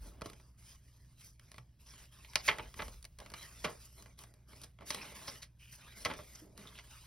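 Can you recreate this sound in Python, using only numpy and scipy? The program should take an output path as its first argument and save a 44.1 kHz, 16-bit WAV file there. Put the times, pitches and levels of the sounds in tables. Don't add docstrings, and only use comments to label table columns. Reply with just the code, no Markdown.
import sys
import numpy as np
from scipy import signal
from scipy.fft import rfft, irfft, next_fast_len
from scipy.io import wavfile
from scipy.ndimage import uniform_filter1d, map_coordinates

SR = 44100
rng = np.random.default_rng(int(sys.argv[2]) if len(sys.argv) > 2 else 0)


def wav_record(signal):
    frames = np.transpose(np.atleast_2d(signal))
    bounded = np.clip(frames, -1, 1)
    quanta = np.round(bounded * 32767).astype(np.int16)
    wavfile.write(sys.argv[1], SR, quanta)


N = 311698

# frequency in Hz, relative level in dB per Hz.
ROOM_AIR_SPECTRUM = [(20, -1.5), (45, 2.5), (70, 7), (100, 5), (150, 3), (200, -8.5), (300, -14),
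                     (600, -53.5), (2000, -43), (6000, -45), (15800, -43)]
# frequency in Hz, mean level in dB rms.
HUM_TONES = [(59.7, -64.5), (119.8, -68.5)]
# peak time in seconds, rise and fall time constant in
# seconds, peak level in dB.
AIR_PUFFS = [(0.02, 0.15, -50.5), (2.84, .38, -53), (3.749, 0.16, -67), (6.1, .25, -63.5),
             (7.0, 0.24, -70.5)]
# frequency in Hz, relative level in dB.
PUFF_SPECTRUM = [(12, -35.0), (28, -15.0), (40, -4.5), (52, -2.5), (75, -12.5), (200, -49.5)]
# start in seconds, length in seconds, rubbing level in dB, swell over
# the stroke in dB, edge hiss over the rub in dB, sheet flexing over the rub in dB.
SLIDING_STROKES = [(0.0, 0.069, -68.5, 10, 3.5, 3), (0.1, 0.13, -74.5, 0, -7, 7),
                   (0.229, .1, -63.5, -9, -1, 1.5), (0.346, .15, -76, -7.5, 4, 0.5),
                   (0.564, 0.16, -72, 12.5, 6, -11), (0.814, 0.36, -79.5, -4.5, 4.5, -5.5),
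                   (1.162, 0.05, -71, 12, 5, -19), (1.232, 0.012, -71, 7, 13, -5),
                   (1.385, .2, -75, 3, 2.5, -5), (1.785, .06, -73.5, -3, 4, -6.5),
                   (1.847, 0.19, -66, 3.5, 2.5, -9), (2.105, 0.37, -66.5, 1.5, 1.5, -9),
                   (2.36, 0.045, -55.5, -8, -4, -12.5), (2.421, 0.048, -56.5, 17, 3.5, -16),
                   (2.506, .14, -58, -1.5, -6, -1.5), (2.658, .07, -70.5, -1, 5, -3.5),
                   (2.75, 0.13, -61, -1.5, 3.5, -1), (2.91, 0.013, -61.5, -0.5, 4.5, -7.5),
                   (3.184, 0.16, -66, -2, -2.5, -0.5), (3.346, 0.11, -56, -1.5, 0, -12),
                   (3.47, 0.19, -65.5, 7, 4.5, -6), (3.684, 0.084, -64, -9, 5, -3.5),
                   (3.783, 0.064, -67, 2, 7, -8.5), (3.87, 0.11, -77.5, 7.5, 10.5, -2.5),
                   (3.959, 0.15, -68.5, -7.5, 1.5, -0.5), (4.172, 0.049, -62.5, 0.5, 2.5, -6.5),
                   (4.265, .17, -82, -8, 0.5, 5.5), (4.465, 0.064, -68, 7.5, 1, -2.5),
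                   (4.541, 0.1, -68.5, 2, 4, -1), (4.795, .04, -64, -4, -9, 6),
                   (4.847, 0.065, -58, 10, 5.5, -11), (4.898, 0.15, -51, -5.5, -6, -9),
                   (5.027, 0.088, -57.5, -2, -1.5, -7), (5.133, 0.22, -57.5, 0, 1.5, -7),
                   (5.583, .17, -76.5, 0, 9, -16), (5.707, 0.021, -64, 2, 9.5, -12.5),
                   (5.773, 0.16, -62, 3.5, -3.5, -10.5), (5.949, .08, -60.5, 0, 5, -4.5),
                   (6.065, 0.069, -50.5, -6.5, -7.5, -2.5), (6.15, 0.078, -62.5, -3.5, 2.5, -1),
                   (6.228, .17, -68, 4.5, 5, -5), (6.418, 0.23, -82, -0.5, 5, 13.5),
                   (6.56, 0.26, -64, -2, 0, -6.5), (6.817, 0.11, -69.5, 3, 3, -7),
                   (6.887, 0.16, -64, -3.5, 2, -15)]
# frequency in Hz, relative level in dB per Hz.
FLEX_SPECTRUM = [(80, -19), (180, 7), (350, 0), (700, -3.5), (1000, -13.5), (2500, -43.5)]
RUB_SPECTRUM = [(400, -31.5), (750, 3), (1100, 2.5), (1400, 0), (2000, 1), (3100, -1), (4200, 1.5),
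                (5200, -23.5), (9000, -46.5)]
HISS_SPECTRUM = [(2000, -39.5), (3600, -22.5), (4700, 2.5), (6500, 0.5), (8000, 0), (10000, 0.5),
                 (13000, 3), (15800, -5)]
# frequency in Hz, gain in dB.
SLIDING_SPREAD = [(300, -9.5), (1700, -20.5), (3000, -8.5), (5500, -19.5), (7500, -38.5), (15000, -16)]
# start in seconds, level in dB as rms over 10 ms before
# register colour, hardness in dB, weight in dB.
EDGE_TICKS = [(0.2093, -58.5, -2, 5), (0.2972, -58.5, 2.5, -6), (0.3309, -59, -2, -20),
              (0.3975, -66.5, -6, -4), (1.394, -61, -1, -23), (1.515, -58.5, 3, -13),
              (1.541, -58.5, -4, -8), (1.56, -73, 5, -5), (1.58, -52.5, -5.5, -6.5), (1.936, -62, -4, -10),
              (2.2458, -53.5, -11, -27), (2.3324, -55, -4, -16), (2.5115, -34, -24, -30),
              (2.5826, -44, -8, -12), (2.7394, -55, -3.5, -10), (2.8798, -56, 0, 1), (3.025, -71, 14, -17),
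              (3.0414, -59.5, 4.5, -17), (3.0493, -54.5, 4.5, -21.5), (3.1854, -57, 2, -12),
              (3.2003, -57, 1.5, -11), (3.2591, -53.5, -6, -12), (3.2994, -59.5, 2, -12),
              (3.3168, -63, 2, -2), (4.022, -66, 7.5, -5), (4.0581, -60, -7, -6), (4.188, -61, 6, -13),
              (4.2354, -58.5, 0, -5.5), (4.3372, -75.5, 8.5, 1), (4.53, -63.5, -8, 2),
              (4.6145, -72.5, 16.5, -6), (4.7859, -60.5, -16, -9), (4.8067, -60, -12, 4),
              (4.8194, -60, -21, 6), (4.9444, -46.5, 5, -4.5), (5.1215, -67.5, 3, 11),
              (6.1121, -43, -26, -6), (6.1356, -51, -3, -4.5), (6.575, -61, 5, 0)]
# start in seconds, rise in seconds, t60 in seconds before register
# stretch, level in dB as rms over 10 ms before register colour, hardness in dB, weight in dB.
PAGE_FLAPS = [(0.215, 0.0026, 0.022, -48.5, -3, 5), (0.256, 0.0016, .05, -56.5, 5, 12),
              (2.3543, .0009, 0.018, -31.5, 4, -29.5), (2.356, .002, 0.043, -34.5, -6, -16),
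              (2.476, 0.0044, 0.008, -29.5, -5.5, -29), (2.481, 0.0054, 0.06, -21, -15.5, -23.5),
              (2.508, 0.018, 0.12, -40.5, -23, -13), (2.585, .009, .067, -43, -23, -4),
              (2.787, 0.0077, 0.096, -38, -27, -9), (2.817, 0.003, 0.034, -43.5, -7, -6.5),
              (3.335, 0.0023, 0.044, -47.5, -1, -8.5), (3.639, .0078, 0.056, -33, -6, -7),
              (3.667, 0.0054, 0.16, -45.5, -10.5, 0.5), (4.632, 0.0031, 0.045, -58.5, 10.5, -9),
              (4.902, .0016, 0.032, -37.5, 2.5, -14), (5.271, 0.0084, 0.086, -45.5, 1.5, -6.5),
              (5.415, 0.0098, .1, -51.5, 6.5, -31.5), (6.047, 0.0019, 0.028, -37, 2, -29),
              (6.053, 0.0029, 0.063, -32.5, -9, -10.5), (6.095, 0.005, 0.11, -43, -15, -2.5),
              (6.185, .0035, 0.088, -55, -13, 7), (6.58, 0.0099, 0.19, -70.5, 10, 17),
              (6.647, 0.006, 0.099, -65.5, -10, 10.5), (6.779, 0.008, .078, -49.5, -5.5, -27)]
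# low edge in Hz, high edge in Hz, lag in seconds, decay stretch as a factor.
CONTACT_REGISTERS = [(83.5, 480, 0.00052, 1.6), (484, 1426, 0.0013, 1.06), (1364, 3330, 0.0015, 1.1),
                     (4100, 6800, 0.0017, 0.96), (7440, 16000, 0.0016, 0.99)]
# level of a page, then of a tick [dB].
PAGE_COLOUR_DB = [0, 3, 0, 0.5, -4]
CLICK_COLOUR_DB = [-1, 1, -1.5, -1, -1]
# share of the weight (lifts the lows), then of the hardness (lifts the highs) [dB/dB].
WEIGHT_BY_REGISTER = [0.86, .42, 0.0084, 0.03, 0.1]
HARDNESS_BY_REGISTER = [0.073, 0, 0.014, 0.91, 1.17]
# frequency in Hz, relative level in dB.
SHEET_SPECTRUM = [(120, 4), (350, -3.5), (650, -3), (820, 0), (1100, 0), (1380, 2.5), (1950, 3), (2600, 0),
                  (3150, -0.5), (4000, -0.5), (5200, -1), (6400, -2.5), (8000, -1), (10000, -5.5),
                  (15500, -19)]
# frequency in Hz, width in Hz, strength in dB.
PAPERY_RESONANCES = [(474, 98, -7), (608, 81, -4.5), (878, 14, -3), (1090, 68, -0.5), (1152, 29, -1),
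                     (1315, 35, -4.5), (1670, 32, -4), (1910, 22, -4.5), (2024, 66, 3), (2210, 56, 1),
                     (2400, 49, -1.5), (2730, 27, -9), (2900, 24, 0), (3240, 72, -2.5)]
# start in seconds, pitch in Hz, t60 in seconds,
# level in dB of the decay before its soft onset.
BOOK_THUDS = [(1.596, 128, 0.14, -48), (2.486, 133, 0.092, -56), (3.645, 163, 0.12, -40.5),
              (6.419, 306, 0.082, -45), (6.586, 204, 0.15, -47.5)]
# start in seconds, length in seconds, pitch in Hz,
# width in Hz, level in dB rms before the grip fades.
SKIN_RASPS = [(1.856, 0.076, 5410, 1290, -63), (2.287, 0.046, 5300, 1110, -65),
              (2.367, 0.051, 4810, 1475, -51), (3.189, 0.039, 751, 694, -57),
              (5.013, 0.034, 5370, 890, -54.5), (5.268, 0.038, 5320, 1034, -48.5),
              (5.586, 0.19, 2733, 897, -64.5), (6.349, 0.014, 6020, 2580, -52),
              (6.408, 0.11, 349.7, 332, -65.5), (6.666, 0.028, 3560, 805, -56),
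              (6.743, .065, 3115, 1116, -60.5)]
# frequency in Hz, t60 in seconds.
TAIL_DECAY = [(150, 0.24), (1000, 0.19), (4000, 0.07), (14000, 0.092)]
# frequency in Hz, gain in dB.
TAIL_GAIN = [(150, -25.0), (600, -2.5), (1500, -16.5), (3000, -12.5), (6000, -9.5), (7400, -33.5),
             (9000, -6.5), (12000, -15.0), (13800, -25.5)]
# frequency in Hz, level in dB.
LEFT_TILT = [(30, 1), (125, -2), (250, -1), (500, -2.5), (1000, -.5), (3500, -1), (4500, -2.5), (5300, 0.5),
             (8000, 0.3), (15000, 0)]
# frequency in Hz, lead in radians.
LEFT_LEAD = [(20, 0), (1900, 0), (2760, .6), (4390, .65), (5100, .15), (6000, 1.4), (7000, 2.95),
             (7900, 3.3), (9800, 6.1), (11400, 6.5), (12800, 9), (14200, 9.6), (15400, 12.2)]

TOP_HZ = 15900
GRIP_S, RELEASE_DB_PER_S = 0.023, 224.5
REST_DB = -85.5
RUB_HZ, HISS_HZ = 1700, 5950
RUB_RISE, HISS_RISE = 0.039, 0.006
CRACKLES_PER_S, CRACKLE_DB, CRACKLE_SCATTER_DB = 14, -7, 5.5
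CRACKLE_HARDNESS_DB, CRACKLE_WEIGHT_DB = -6.5, -7.5
SNAP_RISE_S = 0.0012


def amp(db):
    return 10 ** (np.asarray(db) / 20)


def unit(x):
    return x / np.sqrt(np.mean(x ** 2) + 1e-20)


def along(points, hz):
    f, v = np.transpose(points)
    return np.interp(np.log(hz + 1), np.log(f + 1), v)


def wobble(rate):
    knots = rng.standard_normal(int(N * rate / SR) + 4)
    return map_coordinates(knots, [np.arange(N) * rate / SR])


def filtered(x, response):
    size = next_fast_len(N + SR // 2)
    spectrum = rfft(x, size) * response(np.fft.rfftfreq(size, 1 / SR))
    return irfft(spectrum, size)[..., :N]


def coloured(x, spectrum):
    return unit(filtered(x, lambda hz: amp(along(spectrum, hz))))


def grains(size, spread_db):
    strength = amp(spread_db * rng.standard_normal(size))
    return unit(rng.standard_normal(size) * strength)


def add(track, s, sound):
    part = track[max(round(s * SR), 0):][:len(sound)]
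    part += sound[:len(part)]


def background():
    t = np.arange(N) / SR
    hum = 0
    for hz, db in HUM_TONES:
        level = amp(db + 0.9 * wobble(6.4)) * np.sqrt(2)
        hum = hum + level * np.sin(2 * np.pi * hz * t + 0.47 * wobble(3.1))
    shared = rng.standard_normal(N)
    separate = rng.standard_normal((2, N))
    air = coloured(shared + 0.057 * separate, ROOM_AIR_SPECTRUM)
    return hum + amp(-65.0) * air


def draught():
    t = np.arange(N) / SR
    push = sum(amp(db) * np.exp(-abs(t - s) / fade) for s, fade, db in AIR_PUFFS)
    return push * coloured(rng.standard_normal(N), PUFF_SPECTRUM)


def stroke_levels():
    t = np.arange(N) / SR
    power = np.full((3, N), amp(REST_DB) ** 2)
    for s, length, db, swell_db, edge_db, bend_db in SLIDING_STROKES:
        near = slice(max(int(s * SR), 0), int((s + length + .5) * SR))
        age = t[near] - s
        swell = swell_db * (np.minimum(age / length, 1) - .5)
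        release = RELEASE_DB_PER_S * np.maximum(age - length, 0)
        shape = np.clip(age / GRIP_S, 0, 1) * amp(db + swell - release)
        power[:, near] += (amp([[bend_db], [0], [edge_db]]) * shape) ** 2
    return 10 * np.log10(power)


def scrape(spectrum, centre_hz, octaves, patchy_db, spread_db):
    hz, t, z = signal.stft(grains(N, spread_db), SR, nperseg=512)
    centre = np.interp(t, np.arange(N) / SR, centre_hz)
    patches = rng.standard_normal(z.shape)
    patches = uniform_filter1d(patches, size=4, axis=0)
    patches = uniform_filter1d(patches, size=9, axis=1)
    hump = np.exp(-(np.log2((hz[:, None] + 1) / centre) / (2 * octaves)) ** 2)
    gain = hump * amp(along(spectrum, hz)[:, None] + patchy_db * unit(patches))
    gain = gain / np.sqrt(np.mean(gain ** 2, axis=0))
    return unit(signal.istft(z * gain, SR, nperseg=512)[1][:N])


def sliding(flex_db, rub_db, hiss_db):
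    taut_db = hiss_db - flex_db
    rub_hz = RUB_HZ * 2 ** (RUB_RISE * taut_db)
    hiss_hz = HISS_HZ * 2 ** (HISS_RISE * taut_db)
    slip = unit(wobble(70) + 0.21 * wobble(260))
    flex = amp(flex_db + 0.79 * slip) * coloured(grains(N, spread_db=6), FLEX_SPECTRUM)
    crinkle = unit(amp(1.77 * wobble(330)))
    face = scrape(RUB_SPECTRUM, rub_hz, octaves=0.82, patchy_db=4.5, spread_db=4.0)
    rub = amp(rub_db + 0.69 * slip) * crinkle * face
    edge = scrape(HISS_SPECTRUM, hiss_hz, octaves=0.66, patchy_db=3.0, spread_db=5)
    hiss = amp(hiss_db + 1.1 * slip) * edge
    return flex + rub + hiss


def page_ring(low_hz, high_hz, size=8192):
    hz = np.fft.rfftfreq(size, 1 / SR) + 1
    resonances = 1
    for centre, width, db in PAPERY_RESONANCES:
        damping = 1j * hz * width
        resonances = resonances + amp(db) * damping / (centre ** 2 - hz ** 2 + damping)
    band = 1 / np.sqrt((1 + (low_hz / hz) ** 8) * (1 + (hz / high_hz) ** 10))
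    magnitude = amp(along(SHEET_SPECTRUM, hz)) * abs(resonances) * band
    cepstrum = irfft(np.log(np.maximum(magnitude, 1e-4)))
    fold = np.r_[1, np.full(size // 2 - 1, 2), np.zeros(size // 2)]
    return irfft(np.exp(rfft(cepstrum * fold)))[:size // 2]


def register_levels(colour_db, db, hardness_db, weight_db):
    hardness = hardness_db * np.array(HARDNESS_BY_REGISTER)
    weight = weight_db * np.array(WEIGHT_BY_REGISTER)
    return db + np.array(colour_db) + hardness + weight


def contact(rings, rise, t60, snap, levels_db, spread_db):
    t = np.arange(SR // 6) / SR
    buckles, sound = grains(len(t), spread_db), 0
    rise, snap = max(rise, 1 / SR), np.clip(snap, 0, 1)
    for (_, _, lag, stretch), ring, db in zip(CONTACT_REGISTERS, rings, levels_db):
        age = np.maximum(t - lag, 0)
        decay = amp(-60 * np.maximum(age - rise, 0) / (t60 * stretch))
        swell = np.minimum(age / rise, 1) * decay
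        burst = buckles * swell
        force = np.sqrt(1 - snap) * burst / np.linalg.norm(burst)
        force[swell.argmax()] += np.sqrt(snap)
        part = signal.fftconvolve(force, ring)
        rms_10ms = np.sqrt(np.sum(part ** 2) / (SR / 100))
        sound = sound + amp(db) * part / rms_10ms
    return sound


def tick(rings, db, hardness_db, weight_db):
    levels_db = register_levels(CLICK_COLOUR_DB, db, hardness_db, weight_db)
    return contact(rings, rise=.0005, t60=0.022, snap=0.22, levels_db=levels_db, spread_db=5.0)


def crackles(rings, rub_db):
    track = np.zeros(N)
    for when, size in rng.random((int(CRACKLES_PER_S * N / SR), 2)):
        scatter = CRACKLE_SCATTER_DB * (2 * size - 1)
        db = rub_db[int(when * N)] + CRACKLE_DB + scatter
        add(track, when * N / SR, tick(rings, db, CRACKLE_HARDNESS_DB, CRACKLE_WEIGHT_DB))
    return track


def ticks(rings):
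    track = np.zeros(N)
    for s, *blow in EDGE_TICKS:
        add(track, s, tick(rings, *blow))
    return track


def flaps(rings):
    track = np.zeros(N)
    for s, rise, t60, *blow in PAGE_FLAPS:
        snap = 1 / (1 + (rise / SNAP_RISE_S) ** 4)
        levels_db = register_levels(PAGE_COLOUR_DB, *blow)
        add(track, s, contact(rings, rise, t60, snap, levels_db, spread_db=5))
    return track


def thuds():
    track, t = np.zeros(N), np.arange(SR // 4) / SR
    onset = 1 - np.exp(-t / 0.0037)
    for s, hz, t60, db in BOOK_THUDS:
        decay = amp(db - 60 * t / t60)
        add(track, s, decay * onset * np.sin(2 * np.pi * hz * t))
    return track


def rasps():
    track = np.zeros(N)
    for s, length, hz, width_hz, db in SKIN_RASPS:
        t = np.arange(int(max(length, .004) * SR)) / SR
        sway = map_coordinates(rng.standard_normal(1024), [t * width_hz], mode="wrap")
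        drift = np.cumsum(rng.standard_normal(SR // 4)[:len(t)]) * np.sqrt(width_hz / SR)
        grip = np.clip(np.minimum(t, t[-1] - t) / (0.16 * length), 0, 1)
        tone = unit(sway * np.sin(2 * np.pi * hz * t + drift))
        add(track, s, amp(db) * grip * tone)
    return track


def diffuse_tail(x):
    hz, t, z = signal.stft(rng.standard_normal((2, SR // 2)), SR, nperseg=256)
    decay = amp(-60 * t / along(TAIL_DECAY, hz)[:, None])
    tail = signal.istft(z * decay, SR, nperseg=256)[1]
    tail = tail * np.minimum(np.arange(tail.shape[1]) / SR / 0.0008, 1)
    wet = signal.fftconvolve(x[None], tail / np.linalg.norm(tail[0]), axes=1)[:, :N]
    return filtered(wet, lambda hz: amp(along(TAIL_GAIN, hz)))


def scene():
    rings = [page_ring(low, high) for low, high, _, _ in CONTACT_REGISTERS]
    slide_db = stroke_levels()
    _, rub_db, _ = slide_db
    paper = sliding(*slide_db) + crackles(rings, rub_db) + ticks(rings) + flaps(rings) + thuds() + rasps()
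    sides = np.array([[1], [-1]])
    spread = sides * filtered(sliding(*slide_db), lambda hz: amp(along(SLIDING_SPREAD, hz)))
    pair = background() + draught() + paper + spread + diffuse_tail(paper)

    def placement(hz):
        level = amp(sides * along(LEFT_TILT, hz) / 2)
        return level * np.exp(1j * sides * along(LEFT_LEAD, hz) / 2)

    return filtered(pair, placement)


def record(dry):
    return filtered(dry, lambda hz: 1 / np.sqrt(1 + (hz / TOP_HZ) ** 200))


dry = scene()
out = record(dry)
wav_record(out)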